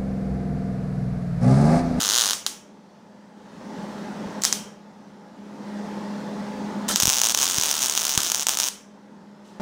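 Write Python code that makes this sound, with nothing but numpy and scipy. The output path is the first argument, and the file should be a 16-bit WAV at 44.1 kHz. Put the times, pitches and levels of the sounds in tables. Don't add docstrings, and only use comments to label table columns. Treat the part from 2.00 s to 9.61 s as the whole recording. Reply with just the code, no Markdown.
import sys
import numpy as np
from scipy import signal
from scipy.fft import irfft
from scipy.io import wavfile
from scipy.ndimage import uniform_filter1d

SR = 44100
rng = np.random.default_rng(int(sys.argv[2]) if len(sys.argv) > 2 else 0)


def voltage_ratio(level):
    return 10 ** (np.asarray(level, float) / 20)


def pcm_store(signal):
    levels = np.round(np.clip(np.atleast_2d(signal), -1, 1) * 32767)
    wavfile.write(sys.argv[1], SR, levels.astype(np.int16).T)


N = 335601

# frequency in Hz, level in dB per Hz.
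FAN_AIR = [(15, -72), (30, -40), (133, -19), (205, -3.5), (235, -6.5), (333, -12), (449, -14.5),
           (513, -13.5), (729, -18.5), (881, -16), (1120, -21.5), (1930, -26), (2330, -32.5), (5820, -35.5),
           (15800, -60)]
# frequency in Hz, width in Hz, level in dB.
FAN_TONES = [(205.8, 0.63, -2), (186.7, 43, -10), (410, 8.3, -15.5), (520, 19, -17.5), (622, 3, -24.5),
             (604, 40, -16.5), (857.4, 99, -12.5), (828, 4, -27.5), (887, 5, -27), (970, 40, -30)]
# start in seconds, end in seconds, fan level in dB during the burst,
# fan level in dB just after.
DUCKS = [
    (-.2, .5, -49, -47.5),
    (2.407, 2.5, -36.5, -45.5),
    (4.943, 6.662, -51, -47.5),
]
# time in seconds, level in dB.
RUSTLE = [
    (7.43, -75),
    (7.46, -60),
    (7.5, -60),
    (7.55, -64),
    (7.59, -70),
]
# frequency in Hz, level in dB per Hz.
RUSTLE_TONE = [(1500, -16), (3000, -2), (5500, -4), (7500, -6), (12000, -20), (15500, -26)]

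TORCH_MOVES = (1.5, 4.0)
# frequency in Hz, level in dB per Hz.
TORCH_NEAR = [(150, -30), (700, -14), (900, -7), (1500, -5), (2350, -22), (2900, -6), (4300, -1),
              (5300, -7), (6850, 1), (7750, -17), (9600, -11), (11200, -22), (14000, -17), (15500, -18),
              (17000, -45)]
TORCH_TACK = [(150, -30), (900, -12), (2000, -12), (3000, -26), (4000, -8), (5000, -6), (6300, 0),
              (8000, -5), (9000, -20), (10500, -14), (12000, -27), (14000, -18), (15500, -21), (17000, -45)]
TORCH_SEAM = [(150, -25), (550, -18.5), (1000, -5), (1600, -13.5), (2050, -19), (2800, -9), (4000, -9),
              (5100, -10), (5800, -3), (6700, 0), (7400, -11.5), (8200, -9.5), (12000, -20.5),
              (15200, -12.5), (15700, -15.5), (16600, -40)]
BOUNCE_DB = (-4, -4, 1)
SPREAD_DB = (3, 2.5, -1.25)
SHAKE_DB = (-6, 0, -9)
# delay in ms, level in dB, scatter in ms.
BOUNCES = [(.36, -5, .02), (.55, -7, .03), (.9, -17, .08), (1.5, -20, .3), (3.8, -20, .3)]

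# frequency in Hz, t60 in seconds.
GARAGE_DECAY = [(200, .8), (1000, .6), (2300, 0.57), (3200, 0.44), (4300, 0.3), (6000, 0.42), (8000, 0.35),
                (11000, 0.29), (15000, .29)]
# frequency in Hz, level in dB per Hz.
WALLS = [(100, -25.5), (600, -16), (1200, -14), (2200, -16), (3200, -10), (4500, -5.5), (6200, -5),
         (8000, -8), (10000, -9), (12000, -18), (15000, -15), (16500, -41.5)]
# frequency in Hz, spread as a share, level in dB,
# t60 in seconds.
STEEL_MODES = [(3200, .035, -50, .5), (5800, .06, -49, .45), (6400, .05, -50, .35)]
# time in seconds, signed height, length in ms.
KICKS = [
    (2.262, .02, 3.8),
    (5.033, 0.16, 2),
    (5.0555, -0.083, 2.7),
    (5.0781, -.2, 2.3),
    (5.584, 0.14, 2.0),
    (6.177, 0.19, 2.1),
]

# time in seconds, peak in dB.
STUTTERS = [(.3331, -5), (.465, -3), (.4686, -16), (.4761, -18), (2.421, -16), (2.4368, -3), (2.445, -7),
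            (2.4513, 2), (2.4755, -12), (2.527, -1), (2.5311, -18), (4.886, -15), (4.8887, -11),
            (4.8927, -12), (4.9596, 1), (4.971, -12), (5.0014, 0), (5.0098, -9), (5.0235, -2), (5.027, -6),
            (5.033, -1), (5.0363, -8), (5.0554, 1)]
# time in seconds, peak in dB.
SPATTER = [(5.2161, -1), (5.3478, 1), (5.3752, -2), (5.3887, -4), (5.5841, -3), (5.6357, -3), (5.7132, -2),
           (5.9764, -2), (6.0521, -3), (6.1769, 1), (6.3007, -4), (6.3186, -2), (6.3463, -5), (6.4687, -2),
           (6.4861, -3), (6.4927, -4)]
# first drop in seconds, last drop in seconds, drops per second,
# peak in dB.
DRIP_RUNS = [(.0047, .0396, 115, -7), (.0497, .1198, 100, -5.5), (.1284, .2269, 122, -4.5),
             (.2382, .3178, 100, -5.5), (5.0714, 5.1001, 139, -3), (5.1096, 5.158, 145, -8),
             (5.1687, 5.2005, 126, -5), (5.2357, 5.2702, 116, -4), (5.2873, 5.3219, 116, -7),
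             (5.4005, 5.4436, 139, -6.5), (5.4559, 5.5556, 90, -8), (5.5635, 5.5781, 137, -9),
             (5.5985, 5.6241, 78, -6), (5.6454, 5.7052, 150, -9), (5.7284, 5.8061, 77, -9.5),
             (5.8132, 5.86, 128, -8.5), (5.8707, 5.9516, 74, -8), (5.9624, 5.9697, 137, -9.5),
             (5.9841, 6.0185, 116, -10), (6.0304, 6.0435, 153, -9), (6.0685, 6.0938, 79, -7),
             (6.1016, 6.1586, 140, -10), (6.1823, 6.1887, 310, -14), (6.2044, 6.2483, 68, -6.5),
             (6.2525, 6.2938, 170, -12.5), (6.3563, 6.3854, 137, -11.5), (6.396, 6.4309, 143, -11),
             (6.5006, 6.5513, 138, -11.5), (6.5724, 6.6007, 71, -5), (6.6104, 6.6857, 133, -9.5)]
# start in seconds, end in seconds, start level in dB,
# end level in dB.
BURNS = [(0, 0.048, -27, -31.5), (0.065, 0.35, -32, -43), (2.442, 2.513, -26, -49), (2.419, 2.43, -34, -41),
         (4.887, 4.94, -21.5, -29), (4.968, 5.04, -27, -40), (5.053, 5.317, -50, -31),
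         (5.365, 6.192, -30.5, -36.5), (6.177, 6.267, -32.5, -33.5), (6.262, 6.443, -36.5, -39),
         (6.5, 6.68, -34.5, -47)]
# frequency in Hz, level in dB per Hz.
SIZZLE_TONE = [(180, -43), (300, 0), (343, -10.5), (502, -18), (1110, -13.5), (1230, -9), (2630, -21.5),
               (3060, -10), (4480, -12.5), (6670, -9.5), (15800, -27.5)]


def read(points, hz):
    f, value = np.transpose(points)
    return np.interp(np.log(hz + 1), np.log(f + 1), value)


def evened(x):
    return x / np.sqrt(np.mean(x ** 2) + 1e-20)


def curve(rows):
    s, db = np.transpose(rows)
    return voltage_ratio(np.interp(np.arange(N) / SR, s, db, -200, -200))


def noise(points, patchy_db, size):
    frames = 4 * N // size + 5
    hz = np.fft.rfftfreq(size, 1 / SR)
    a, b, patches = rng.standard_normal((frames, len(hz), 3)).T
    patches = uniform_filter1d(patches, size=10, axis=0)
    patches = evened(uniform_filter1d(patches, size=10, axis=1))
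    z = (a + 1j * b) * voltage_ratio(read(points, hz)[:, None] + patchy_db * patches)
    return evened(signal.istft(z, nperseg=size, noverlap=size * 3 // 4)[1][:N])


def train(s, shapes, lead):
    out = np.zeros(N + 512)
    start = np.round(s * SR).astype(int) - lead
    np.add.at(out, start[:, None] + np.arange(shapes.shape[1]), shapes)
    return out[:N]


def at_torch(settings, s):
    return np.take(settings, np.searchsorted(TORCH_MOVES, s))


def ducking():
    open_db, creep_db_per_s = -33, 2
    clamp_s, settle_s, ease_s = .025, .12, .3
    hold_s, climb_s = 0.83, 0.46
    rows = []
    for start, end, during_db, after_db in DUCKS:
        opened = rows[-1][0] if rows else start
        rows += [(start, open_db + creep_db_per_s * (start - opened)),
                 (start + clamp_s, after_db),
                 (start + settle_s, during_db),
                 (max(end, start + settle_s), during_db),
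                 (end + ease_s, after_db),
                 (end + hold_s, after_db + creep_db_per_s * (hold_s - ease_s)),
                 (end + hold_s + climb_s, open_db)]
    return rows


def fan():
    air_db = -1.5
    jump_s, jump_db = 7.599, -28.5
    t = np.arange(N) / SR
    hum = voltage_ratio(air_db) * noise(FAN_AIR, 1.5, size=2048)
    for hz, width, db in FAN_TONES:
        r = np.exp(-np.pi * width / SR)
        slow = rng.standard_normal((N, 2)) @ [1, 1j]
        for _ in range(2):
            slow = signal.lfilter([1], [1, -r], slow)
        steady = 3.5 if width < 10 else 0
        waver = steady + slow / abs(slow).std() / 2
        hum += voltage_ratio(db) * evened((waver * np.exp(2j * np.pi * hz * t)).real)
    s, db = np.transpose(ducking())
    return evened(hum) * voltage_ratio(np.where(t < jump_s, np.interp(t, s, db), jump_db))


def rustle():
    return noise(RUSTLE_TONE, 2.0, size=256) * curve(RUSTLE)


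def garage(x):
    out = np.zeros(N)
    turn = np.arange(N) / SR * 23.0
    for k in range(3):
        taps = np.zeros(SR)
        at = np.arange(120, SR - 12, 12) + rng.integers(0, 12, (SR - 121) // 12)
        taps[at] = rng.choice([-1., 1.], len(at))
        hz, t, z = signal.stft(taps, SR, nperseg=256)
        z = z * voltage_ratio(read(WALLS, hz)[:, None] - 60 * t / read(GARAGE_DECAY, hz)[:, None])
        tail = signal.istft(z, SR, nperseg=256)[1]
        share = np.sqrt(2 / 3) * np.cos(np.pi * (turn + k / 3))
        out += signal.fftconvolve(x * share, tail / np.linalg.norm(tail))[:N]
    return out


def blasts(s, peak_db):
    return train(s, voltage_ratio(peak_db + at_torch(SPREAD_DB, s))[:, None], lead=0)


def kicks():
    t, out = np.arange(N) / SR, np.zeros(N)
    for s, height, ms in KICKS:
        u = np.clip((t - s) * 1000 / ms, 0, 30)
        out += height * np.sin(np.pi * u ** .6) * np.exp(-.8 * u)
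    return out


def rod(s, peak_db):
    jolts = train(s, voltage_ratio(peak_db + at_torch(SHAKE_DB, s))[:, None], lead=0)
    t, ring = np.arange(SR // 2) / SR, 0
    for hz, share, db, t60 in STEEL_MODES:
        off, turn = rng.uniform(-1.3, 1, (2, 9, 1))
        modes = np.sin(2 * np.pi * hz * (1 + share * off) * t + np.pi * turn)
        ring = ring + voltage_ratio(db - 60 * t / t60) * modes.sum(0)
    return signal.fftconvolve(jolts, ring)[:N]


def spell(start, end, start_db, end_db):
    catch_s, catch_db, die_s, die_db = .006, -26, .016, -14
    return curve([(start - catch_s, start_db + catch_db), (start, start_db),
                  (end, end_db), (end + die_s, end_db + die_db)])


def sizzle():
    spark_db = 3.0 * np.minimum(rng.exponential(1, N // 16 + 1), 3.5)
    sparks = voltage_ratio(spark_db).repeat(16)[:N]
    burning = sum(spell(*row) for row in BURNS)
    return noise(SIZZLE_TONE, 2.0, size=256) * evened(sparks) * burning


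def strikes():
    jitter, uneven_db = .06, 1.6
    slow_gap_s, touch_lead_s, touch_db, touch_share = .007, .0032, -15, .5
    rows = [np.transpose(STUTTERS + SPATTER)]
    for first, last, rate, db in DRIP_RUNS:
        s = np.linspace(first, last, round((last - first) * rate) + 1)
        late, size = rng.standard_normal((len(s), 2)).T
        inner = (s > first) & (s < last)
        rows.append([s + inner * jitter * late / rate, db + uneven_db * np.clip(size, -2, 2)])
    s, db = np.concatenate(rows, axis=1)
    order = np.argsort(s)
    s, db = s[order], db[order]
    luck, late, size = rng.random((len(s), 3)).T
    slow = np.diff(s, prepend=0) > slow_gap_s
    ticks = slow & (s > TORCH_MOVES[1]) & (luck < touch_share)
    tick_s = s - touch_lead_s * (.85 + .3 * late)
    tick_db = touch_db + uneven_db * (2 * size - 1)
    return np.r_[s, tick_s[ticks]], np.r_[db, tick_db[ticks]]


def causal(db, share):
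    log = np.log(voltage_ratio(np.concatenate([db, db[:, -2:0:-1]], axis=1)))
    return np.exp(log - 1j * share * signal.hilbert(log, axis=1).imag)[:, :db.shape[1]]


def pops(s, peak_db):
    pops_db, colour_db, scatter_db = 2.2, 2.0, 2.0
    steady_hz = 4000
    front = .8
    twist, smear = 1.1, .55
    hz = np.fft.rfftfreq(512, 1 / SR)
    places = np.array([read(p, hz) for p in (TORCH_NEAR, TORCH_TACK, TORCH_SEAM)])
    colour = places[np.searchsorted(TORCH_MOVES, s)]
    draws = rng.standard_normal((len(s), len(hz) + 2 * len(BOUNCES)))

    wander = evened(uniform_filter1d(draws[:, :len(hz)], size=30, axis=1))
    z = causal(colour + colour_db * wander * np.minimum(hz / steady_hz, 1), front)
    scattered = evened(uniform_filter1d(draws[:, len(hz) - 1::-1], size=14, axis=1)) * np.sqrt(hz / 8000)
    z = z * np.exp(1j * (twist + smear * scattered))

    ms, db, scatter_ms = np.transpose(BOUNCES)
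    late, size = np.split(draws[:, len(hz):], 2, axis=1)
    delay = (ms + scatter_ms * late) / 1000
    strength = voltage_ratio(db + scatter_db * size + at_torch(BOUNCE_DB, s)[:, None])
    echoes = np.exp(-2j * np.pi * delay[..., None] * hz)
    comb = 1 + np.einsum("ek,ekf->ef", strength, echoes)
    z = z * comb / (abs(comb) + .1) ** .7

    shape = np.roll(irfft(z, axis=1), 64, axis=1) * signal.windows.tukey(512, .2)
    envelope = abs(signal.hilbert(shape, axis=1))
    shape *= (voltage_ratio(peak_db + pops_db) / envelope.max(1))[:, None]
    return train(s, shape, envelope[:, :76].argmax(1))


def scene():
    arc, hiss = strikes(), sizzle()
    room = garage(blasts(*arc) + voltage_ratio(-9) * hiss)
    mix = fan() + rustle() + room + kicks() + rod(*arc) + hiss + pops(*arc)
    return mix[None]


def low_pass(x):
    return signal.sosfilt(signal.butter(12, 16770, fs=SR, output="sos"), x)


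def record(dry):
    taps = signal.firwin(401, 15950, window=("kaiser", 9), fs=SR)
    limited = signal.oaconvolve(dry, taps[None], "same")
    mix = np.clip(limited, -1, 1)
    return low_pass(mix)


dry = scene()
out = record(dry)
pcm_store(out)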